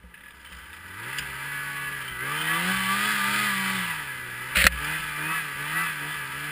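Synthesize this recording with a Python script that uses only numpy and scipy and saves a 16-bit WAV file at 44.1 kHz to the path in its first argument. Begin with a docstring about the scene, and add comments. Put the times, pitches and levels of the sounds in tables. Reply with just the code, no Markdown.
"""A snowmobile's two-cylinder, two-stroke engine drones low, then revs up and down through deep snow.
Exhaust, clatter and whine follow the turning crank. Loose parts rattle, and the track hums at speed.
Twigs tick as the sled weaves between young pines; one branch scrapes the helmet, then knocks sharply.
All is heard from a small camera on the rider's helmet, which holds down the peaks and samples
coarsely, mirroring the middle pitches into a thin, high sizzle."""
import sys
import numpy as np
from scipy import signal
from scipy.fft import rfft, irfft, next_fast_len
from scipy.io import wavfile
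from scipy.ndimage import uniform_filter1d

SR = 44100
rng = np.random.default_rng(int(sys.argv[2]) if len(sys.argv) > 2 else 0)


def log_audio(samples):
    """Write samples as a 16-bit WAV file to the path given in sys.argv[1]."""
    # one column per channel
    frames = np.atleast_2d(samples).T
    # limit to full scale, then quantise
    limited = np.clip(frames, -1, 1)
    pcm = np.round(limited * 32767).astype(np.int16)
    wavfile.write(sys.argv[1], SR, pcm)


N = 287091
TIME = np.arange(N) / SR
FFT_SIZE = next_fast_len(N + SR // 4, True) // 2 * 2
FREQUENCIES = np.maximum(np.arange(FFT_SIZE // 2 + 1) * SR / FFT_SIZE, 1)
CRUISE_HZ = 150  # firings per second at cruising speed

# engine speed (time [s], firing rate [Hz])
ENGINE_SPEED = [(0.0, 56.2), (0.309, 62.2), (0.502, 68.9), (0.924, 91.1), (1.155, 143.7), (1.316, 129.9),
                (1.457, 141.8), (1.918, 141.3), (2.181, 121.0), (2.338, 150.6), (2.543, 163.6),
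                (2.728, 191.4), (2.881, 190.9), (3.099, 214.1), (3.22, 196.7), (3.426, 210.8),
                (3.555, 192.6), (3.756, 192.3), (3.994, 148.2), (4.144, 127.9), (4.333, 118.8),
                (4.546, 131.7), (4.736, 133.4), (4.922, 157.6), (5.179, 146.9), (5.35, 164.9),
                (5.546, 134.7), (5.826, 168.7), (6.004, 142.2), (6.111, 154.0), (6.26, 133.0),
                (6.51, 152.0)]
# squeezes of the throttle (start [s], length [s], opening [0-1], extra clatter and whine [dB])
SQUEEZES = [(0.873, 0.21, 0.65, 1), (1.424, 0.54, 0.15, -1), (2.197, 0.51, 0.98, 2),
            (2.887, 0.19, 0.3, 0.5), (3.232, 0.22, 0.24, 1), (3.55, 0.27, 0.12, 0.5),
            (4.233, 0.47, 0.35, 1.5), (4.786, .16, .9, 2.5), (5.16, 0.14, 1, 0), (5.56, 0.24, 0.72, 1),
            (5.988, 0.086, 0.8, -.5), (6.325, .18, 0.53, -0.5)]
# how each engine sound follows speed and throttle, and swells at one resonant speed
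# (base level at cruise [dB], rise per doubling of speed [dB], change at full throttle [dB],
# resonant firing rate [Hz], width [Hz], swell [dB])
NOTE_LEVEL = (-47.5, 9.5, 5, 187.5, 29, 9)
OVERTONE_LEVEL = (-54.5, 11, 10, 128, 24, 2)
CLATTER_LEVEL = (-35, 14.5, 1, 162, 10, 2.5)
HISS_LEVEL = (-42.5, 15, 0, 164, 1, 2.5)
SNARL_LEVEL = (-49, 11.5, -2, 203, 17, 11)
# exhaust tones around the main note (pitch [x firing rate], level [dB])
EXHAUST_TONES = [(.5, -22), (1.5, -5.5), (2, 3), (2.5, -6), (3, 3), (3.5, -4), (4, -0.5), (4.5, 0)]
# pitches the exhaust pipe favours (frequency [Hz], gain [dB])
PIPE_COLOUR = [(60, 3), (200, -9.5), (260, -3), (315, 5), (370, 0), (420, -3.5), (500, -2.5), (650, -6.5),
               (750, 3.5), (950, -25)]
# broad tone colour of the hood (frequency [Hz], gain [dB])
HOOD_COLOUR = [(50, -67), (130, -15), (450, -19), (680, -25), (820, -21), (1060, -2.5), (1150, -5.5),
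               (1400, 1.5), (1560, 1), (1850, -11), (2300, -7), (3100, -8), (3700, -16), (5000, -18.5),
               (5800, -28.5)]
# peaks and dips of the hood's ringing panels (frequency [Hz], width [Hz], gain [dB])
HOOD_PANELS = [(733, 6.3, 11), (888, 247, 9.5), (1077.4, 96, -17), (1178, 38, 9.5), (1305, 30, 3.5),
               (1400, 71, -13.5), (1689, 72, 10.5), (1969, 206, 14), (2342, 20, 9), (2515, 94, 11.5),
               (2517, 43, -11), (2680, 15.5, 7.5), (3175, 50, -0.5), (3020, 48, 7), (3600, 77, -11),
               (3517, 210, 8)]
# tones that stand out of the clatter (pitch [x firing rate], level [dB])
WHINE_TONES = [(6, -4.5), (6.5, -10), (7, -8), (8, -7.5), (8.5, -18.5), (10.5, -9.5), (12, -5), (14, -12),
               (15, -19), (16, -1)]
# the whine carries best at middle pitches (frequency [Hz], gain [dB])
WHINE_COLOUR = [(700, -11), (1020, -12), (1125, 8), (1250, 0.5), (1500, -0.5), (1680, -9), (1980, 0.5),
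                (2200, -9), (2480, -1.5), (3000, -9)]
# how clearly the engine whines (time [s], gain relative to the clatter [dB])
WHINE_CLARITY = [(0, -2), (1.33, -21), (1.5, -2.5), (1.87, 3), (2.0, -14), (2.22, 0), (2.45, -5.5),
                 (2.92, -1.5), (3.65, -4), (3.95, -14), (4.9, -11), (5.33, 0.5), (5.55, -8.5), (5.85, -2),
                 (6.05, -12), (6.51, -12)]
# the track hums on the fast stretch (start [s], length [s], level [dB])
TRACK_HUM = (2.65, 1.11, -47.5)
# tone colour of the rumble over snow (frequency [Hz], gain [dB])
RUMBLE_COLOUR = [(20, -7.5), (45, -13), (64, 1.5), (85, -4), (120, -9.5), (185, -0.5), (260, -12.5),
                 (500, -10.5), (1000, -30)]
# loudness of that rumble (time [s], level [dB])
RUMBLE_LEVEL = [(0, -60.5), (1.2, -54), (2.5, -51), (3.3, -54.5), (4.2, -51.5), (6.51, -52.5)]
# a branch drags over the helmet (start [s], length [s], level [dB])
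BRANCH_SCRAPE = (4.548, 0.076, -20)
# hard knocks of the branch (time [s], level [dB], time to fade 60 dB [s])
BRANCH_KNOCKS = [(4.557, -20, 0.018), (4.569, -14, 0.033), (4.640, -8.5, 0.032), (4.652, -19.5, 0.084),
                 (4.6668, 2.5, 0.028), (4.670, -5, 0.034)]
# tone colour of the branch on the helmet (frequency [Hz], gain [dB])
BRANCH_COLOUR = [(150, -27), (400, -39), (540, 1.5), (850, -25), (1150, -8), (1400, 0.5), (1700, 6.5),
                 (2100, 5), (2800, 1.5), (3500, -6.5), (4200, -6), (5000, -17.5), (5900, -22)]
# twigs and snow crust hit the sled (time [s], level [dB], time to fade 60 dB [s], brightness [dB])
TWIG_TICKS = [(0.14, -43, 0.12, -20), (.3065, -32.5, 0.013, -24), (0.523, -37, 0.058, -7),
              (0.73, -34, 0.027, -18), (1.184, -29, 0.063, 3.5), (4.722, -28, 0.033, -13),
              (4.787, -28, 0.015, -10), (4.845, -29, 0.011, 1), (5.007, -43.5, .03, 9)]
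# dull ring of a tick in the hood (frequency [Hz], gain [dB])
TICK_COLOUR = [(500, -32), (1200, -34), (1500, -2), (1700, 6), (1950, -4), (2550, 1.5), (3100, -6),
               (3700, -5), (5900, -76)]
# bright ring of the metal runners (frequency [Hz], gain [dB])
RUNNER_COLOUR = [(1000, -79), (2600, 10), (3400, 5.5), (4200, -13), (4700, 0), (5000, 10), (5400, -10),
                 (5900, -11)]
# jolts of the helmet (time [s], level [dB])
HELMET_JOLTS = [(0.039, -37), (.515, -38.5), (0.547, -46), (1.193, -35), (1.288, -38), (2.111, -36.5),
                (2.76, -37), (4.57, -19), (4.646, -12.5), (4.991, -35)]
# ringing of the helmet and camera mount (frequency [Hz], level [dB], time to fade 60 dB [s])
HELMET_RINGS = [(61.3, -6, 0.5), (176.2, -10, 0.3), (501, -8, 0.1)]
# the frame shakes as the sled pulls away (start [s], length [s], level [dB])
FRAME_SHAKE = (0.14, 0.96, -49)
# a metal part buzzes briefly, three times (start [s], length [s], level [dB])
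METAL_BUZZES = [(0.402, 0.22, -54), (1.99, 0.099, -45), (2.331, 0.17, -34)]


def engine(firing_hz, throttle, strain_db, wobble=0.001415, split_hz=2450, air_hz=3600):
    """The crank drives exhaust, clatter and whine; the clatter gets brighter with speed."""
    turns = np.cumsum(firing_hz * (1 + wobble * drift(22))) / SR  # counts the firings
    clatter_db = level_db(CLATTER_LEVEL, firing_hz, throttle)
    hiss_db = level_db(HISS_LEVEL, firing_hz, throttle)
    rattle = clatter(turns)
    lows, under_air = below(rattle, split_hz), below(rattle, air_hz)
    air = (rattle - under_air) * from_db(3.2 + 4 * np.log2(firing_hz / CRUISE_HZ))  # the very top
    hiss = under_air - lows + air
    rattle = from_db(clatter_db) * unit_power(lows) + from_db(hiss_db) * unit_power(hiss)
    song = from_db(clatter_db + over_time(WHINE_CLARITY)) * whine(turns, firing_hz)
    return exhaust(turns, firing_hz, throttle) + from_db(strain_db) * (rattle + song)


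def crank(flywheel_s=0.07):
    """Firing rate, throttle and the extra noise of strain; the flywheel smooths changes of speed."""
    firing_hz = uniform_filter1d(over_time(ENGINE_SPEED), int(flywheel_s * SR), mode="nearest")
    throttle, strain_db = 0, 0
    for start, length, opening, db in SQUEEZES:
        squeeze = swell(start, length, attack_s=0.033, release_s=0.053)
        throttle += opening * squeeze
        strain_db += db * squeeze
    return firing_hz, np.clip(throttle, 0, 1), strain_db


def exhaust(turns, firing_hz, throttle, waver_db=0.06, rough_db=2):
    """Firings make a note, and the pipe colours its overtones; unequal cylinders add tones between."""
    note_db = level_db(NOTE_LEVEL, firing_hz, throttle)
    overtone_db = level_db(OVERTONE_LEVEL, firing_hz, throttle)
    note = tone(turns, 1) * from_db(note_db + waver_db * drift(19))
    overtones, power = 0, 0
    for multiple, db in EXHAUST_TONES:
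        gain = from_db(db + at_hz(PIPE_COLOUR, multiple * firing_hz))
        overtones += tone(turns, multiple) * gain * from_db(rough_db * drift(5.3))
        power += gain ** 2
    return np.sqrt(2) * (note + from_db(overtone_db) * overtones / np.sqrt(power))


def clatter(turns, rough=0.52, fade_db=0.09, throb=0.11, limp=0.12, flutter_db=0.5, grain_db=0.5):
    """Wavering crank tones and a rush of noise at each firing make the hood ring."""
    hood = response(HOOD_COLOUR, HOOD_PANELS)
    tones = np.zeros(N)
    for harmonic in range(9, 48):  # the crank goes round once every two firings
        tones += tone(turns, harmonic / 2) * (1 + rough * drift(6)) * from_db(-fade_db * harmonic)
    beat = 1 + throb * np.cos(2 * np.pi * turns) + limp * np.cos(np.pi * turns)
    rush = rng.standard_normal(N) * beat * from_db(grain_db * drift(120))
    sound = unit_power(through(tones, hood)) + unit_power(through(rush, hood))
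    return unit_power(sound) * from_db(flutter_db * drift(68))


def whine(turns, firing_hz, waver_db=3):
    """Clean crank tones swell as they slide across the pitches where the hood rings."""
    hood = response(HOOD_COLOUR, HOOD_PANELS) + response(WHINE_COLOUR)
    tones = 0
    for multiple, db in WHINE_TONES:
        swell_db = np.interp(multiple * firing_hz, FREQUENCIES, hood)
        tones += tone(turns, multiple) * from_db(db + swell_db + waver_db * drift(6.7))
    return np.sqrt(2) * tones


def panel_snarl(firing_hz, throttle, pitch_hz=1715, width_hz=130):
    """Near top speed the shaking sets one hood panel ringing hard."""
    panel = unit_power(ring(rng.standard_normal(N), pitch_hz, fade_time(width_hz)))
    snarl = unit_power(through(panel, response(HOOD_COLOUR)))
    return from_db(level_db(SNARL_LEVEL, firing_hz, throttle)) * snarl


def track(firing_hz, slip=0.03, rib_ratio=0.651, wheel_ratio=0.511, wheel_db=-16, rough_db=2):
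    """The track's ribs and drive wheels hum in loose step with the engine; the sled rumbles on snow."""
    turns = np.cumsum(firing_hz * (1 + slip * drift(4))) / SR
    hum = unit_power(tone(turns, rib_ratio) + from_db(wheel_db) * tone(turns, wheel_ratio))
    hum *= from_db(rough_db * drift(10)) * envelope(TRACK_HUM, attack_s=0.12, release_s=0.3)
    rumble = through(rng.standard_normal(N), response(RUMBLE_COLOUR))
    return hum + from_db(over_time(RUMBLE_LEVEL)) * rumble


def branches():
    """A branch drags across the helmet and knocks on it; twigs tick on the hood and runners."""
    drag = rng.standard_normal(N) * envelope(BRANCH_SCRAPE, attack_s=0.012, release_s=0.02)
    dull = crunches([(s, db, fade_s) for s, db, fade_s, _ in TWIG_TICKS])
    bright = crunches([(s, db + bright_db, fade_s) for s, db, fade_s, bright_db in TWIG_TICKS])
    on_helmet = through(drag + crunches(BRANCH_KNOCKS), response(BRANCH_COLOUR))
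    on_hood = through(dull, response(TICK_COLOUR, HOOD_PANELS))
    return on_helmet + on_hood + through(bright, response(RUNNER_COLOUR))


def helmet(soft_hz=350):
    """Soft jolts set the helmet and its camera mount ringing."""
    pushes = np.zeros(N) + 1e-18
    for s, db in HELMET_JOLTS:
        pushes[int(s * SR)] = from_db(db)
    pushes = lowpass(pushes, soft_hz, order=2)
    return sum(from_db(db) * ring(pushes, hz, fade_s) for hz, db, fade_s in HELMET_RINGS)


def frame_shake(grain_db=4, clink_spread_db=4, runner_db=-13):
    """Pulling away shakes the hood and sets the metal runners clinking."""
    shaking = rng.standard_normal(N) * from_db(grain_db * drift(60))
    clinks = rng.standard_normal(N) * from_db(clink_spread_db * drift(55))
    hood = unit_power(through(shaking, response(HOOD_COLOUR, HOOD_PANELS)))
    runners = unit_power(through(clinks, response(RUNNER_COLOUR)))
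    return envelope(FRAME_SHAKE, attack_s=0.25, release_s=0.42) * (hood + from_db(runner_db) * runners)


def loose_part(start_s=0.141, first_gap_s=0.035, shrink=0.89, fade_s=0.06, crunch_db=-44, ping_db=-41):
    """A loose part bounces on the hood six times, ever faster; each touch is a crunch and a ping."""
    gaps = first_gap_s * shrink ** np.arange(5)
    times = start_s + np.r_[0, np.cumsum(gaps)]
    crunch = crunches([(s, crunch_db, fade_s) for s in times])
    touches = np.zeros(N) + 1e-18
    touches[(times * SR).astype(int)] = from_db(ping_db)
    ping = ring(lowpass(touches, hz=2500, order=4), hz=1700, fade_s=fade_s)
    return through(crunch, response(TICK_COLOUR, HOOD_PANELS)) + ping


def metal_buzz(pitch_hz=3075, width_hz=60, chatter_db=2, taps_per_s=700):
    """Quick, uneven taps keep a metal part ringing at one pitch."""
    taps = (rng.random(N) < taps_per_s / SR) * rng.standard_normal(N)
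    taps *= from_db(chatter_db * drift(40))
    gain = sum(envelope(event, attack_s=0.07, release_s=0.15) for event in METAL_BUZZES)
    return gain * unit_power(ring(taps, pitch_hz, fade_time(width_hz)))


def level_db(settings, firing_hz, throttle):
    """Level of one engine sound at this speed and throttle."""
    cruise_db, octave_db, throttle_db, resonant_hz, width_hz, swell_db = settings
    speed_db = octave_db * np.log2(firing_hz / CRUISE_HZ)
    resonance_db = swell_db * bell(firing_hz, resonant_hz, width_hz)
    return cruise_db + speed_db + throttle_db * throttle + resonance_db


def tone(turns, multiple):
    """A pure tone at a multiple of the turning rate, starting anywhere in its cycle."""
    return np.sin(2 * np.pi * (multiple * turns + rng.random()))


def crunches(contacts):
    """Each contact is a short burst of noise that dies away."""
    gain = np.zeros(N)
    for s, db, fade_s in contacts:
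        age = TIME[:int(2 * fade_s * SR)]
        start = int(s * SR)
        gain[start:start + len(age)] += from_db(db - 60 * age / fade_s)
    return gain * rng.standard_normal(N)


def ring(pushes, hz, fade_s):
    """Each push starts a tone that falls by 60 dB in fade_s."""
    decay, angle = from_db(-60 / (fade_s * SR)), 2 * np.pi * hz / SR
    feedback = decay * np.cos(angle)
    return signal.lfilter([1, -feedback], [1, -2 * feedback, decay * decay], pushes + 1e-18)


def fade_time(width_hz):
    """Seconds for a resonance this wide to fade by 60 dB."""
    return np.log(1000) / (np.pi * width_hz)


def swell(start, length, attack_s, release_s):
    """Rises to 1, holds to the end of its length and fades."""
    rise, fall = (TIME - start) / attack_s, 1 - (TIME - start - length) / release_s
    return np.clip(np.minimum(rise, fall), 0, 1)


def envelope(event, attack_s, release_s):
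    """Gain of a held sound, from its start, length and level."""
    start, length, db = event
    return from_db(db) * swell(start, length, attack_s, release_s)


def drift(hz, step=40, warm_up=2000):
    """A random wander of typical size 1; higher hz makes it quicker."""
    memory = np.exp(-2 * np.pi * hz * step / SR)
    noise = rng.standard_normal(N // step + warm_up + 2)
    slow = signal.lfilter([1], [1, -2 * memory, memory * memory], noise)[warm_up:]
    return np.interp(np.arange(N) / step, np.arange(len(slow)), unit_power(slow))


def over_time(points):
    """A curve read at every sample."""
    return np.interp(TIME, *np.transpose(points))


def at_hz(colour, hz):
    """A tone colour read at any frequency, in dB."""
    known_hz, db = np.transpose(colour)
    return np.interp(np.log(hz), np.log(known_hz), db)


def bell(hz, centre_hz, width_hz):
    """A resonance: a hump of height 1."""
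    return 1 / (1 + (2 * (hz - centre_hz) / width_hz) ** 2)


def response(colour, resonances=()):
    """A broad tone colour plus peaks and dips, in dB at every frequency."""
    peaks = sum(db * bell(FREQUENCIES, hz, width) for hz, width, db in resonances)
    return at_hz(colour, FREQUENCIES) + peaks


def through(x, response_db):
    """Colour a sound; white noise keeps its power."""
    cepstrum = irfft(np.log(unit_power(from_db(response_db))))
    cepstrum[1:FFT_SIZE // 2] *= 2  # minimum phase: ringing comes after a hit, never before
    cepstrum[FFT_SIZE // 2 + 1:] = 0
    return irfft(rfft(x, FFT_SIZE) * np.exp(rfft(cepstrum)))[:N]


def below(x, hz):
    """The part of a steady sound that lies under this frequency."""
    return irfft(rfft(x, FFT_SIZE) / (1 + (FREQUENCIES / hz) ** 10))[:N]


def lowpass(x, hz, order):
    """Soften the highs; a higher order cuts more steeply."""
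    return signal.sosfilt(signal.butter(order, hz, fs=SR, output="sos"), x)


def from_db(db):
    """Decibels to gain."""
    return 10 ** (np.asarray(db) / 20)


def unit_power(x):
    """Scale to an average power of 1."""
    return x / np.sqrt(np.mean(x ** 2) + 1e-20)


def limiter(x, ceiling_db=-4.5, release_db_per_s=170, attack_s=0.0028):
    """Peaks above the ceiling turn the volume down; it comes back at a steady rate."""
    over_db = np.maximum(20 * np.log10(np.abs(x) + 1e-9) - ceiling_db, 0)
    recovery_db = release_db_per_s * TIME
    cut_db = np.maximum.accumulate(over_db + recovery_db) - recovery_db
    memory = np.exp(-1 / (attack_s * SR))
    return x * from_db(-signal.lfilter([1 - memory], [1, -memory], cut_db))


def scene():
    """Everything reaches one microphone on the helmet, in open air."""
    firing_hz, throttle, strain_db = crank()
    sled = engine(firing_hz, throttle, strain_db) + panel_snarl(firing_hz, throttle) + track(firing_hz)
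    rattles = frame_shake() + loose_part() + metal_buzz()
    return (sled + rattles + branches() + helmet())[None]


def record(dry, hold_hz=12000, mirror_db=-0.5, cutoff_hz=15350):
    """The camera limits peaks; its coarse sampling steps mirror the sound around hold_hz as a sizzle."""
    sound = lowpass(limiter(dry[0]), hz=5600, order=12)
    steps = np.diff(sound, prepend=0) * 2 * np.cos(2 * np.pi * hold_hz * TIME)
    mirror = signal.lfilter([1], [1, -0.9], steps)
    flattened = np.clip(sound + from_db(mirror_db) * mirror, -1, 1)
    treble_cut = signal.ellip(10, 0.2, 70, cutoff_hz, fs=SR, output="sos")
    return signal.sosfilt(treble_cut, flattened)[None]


dry = scene()
out = record(dry)
log_audio(out)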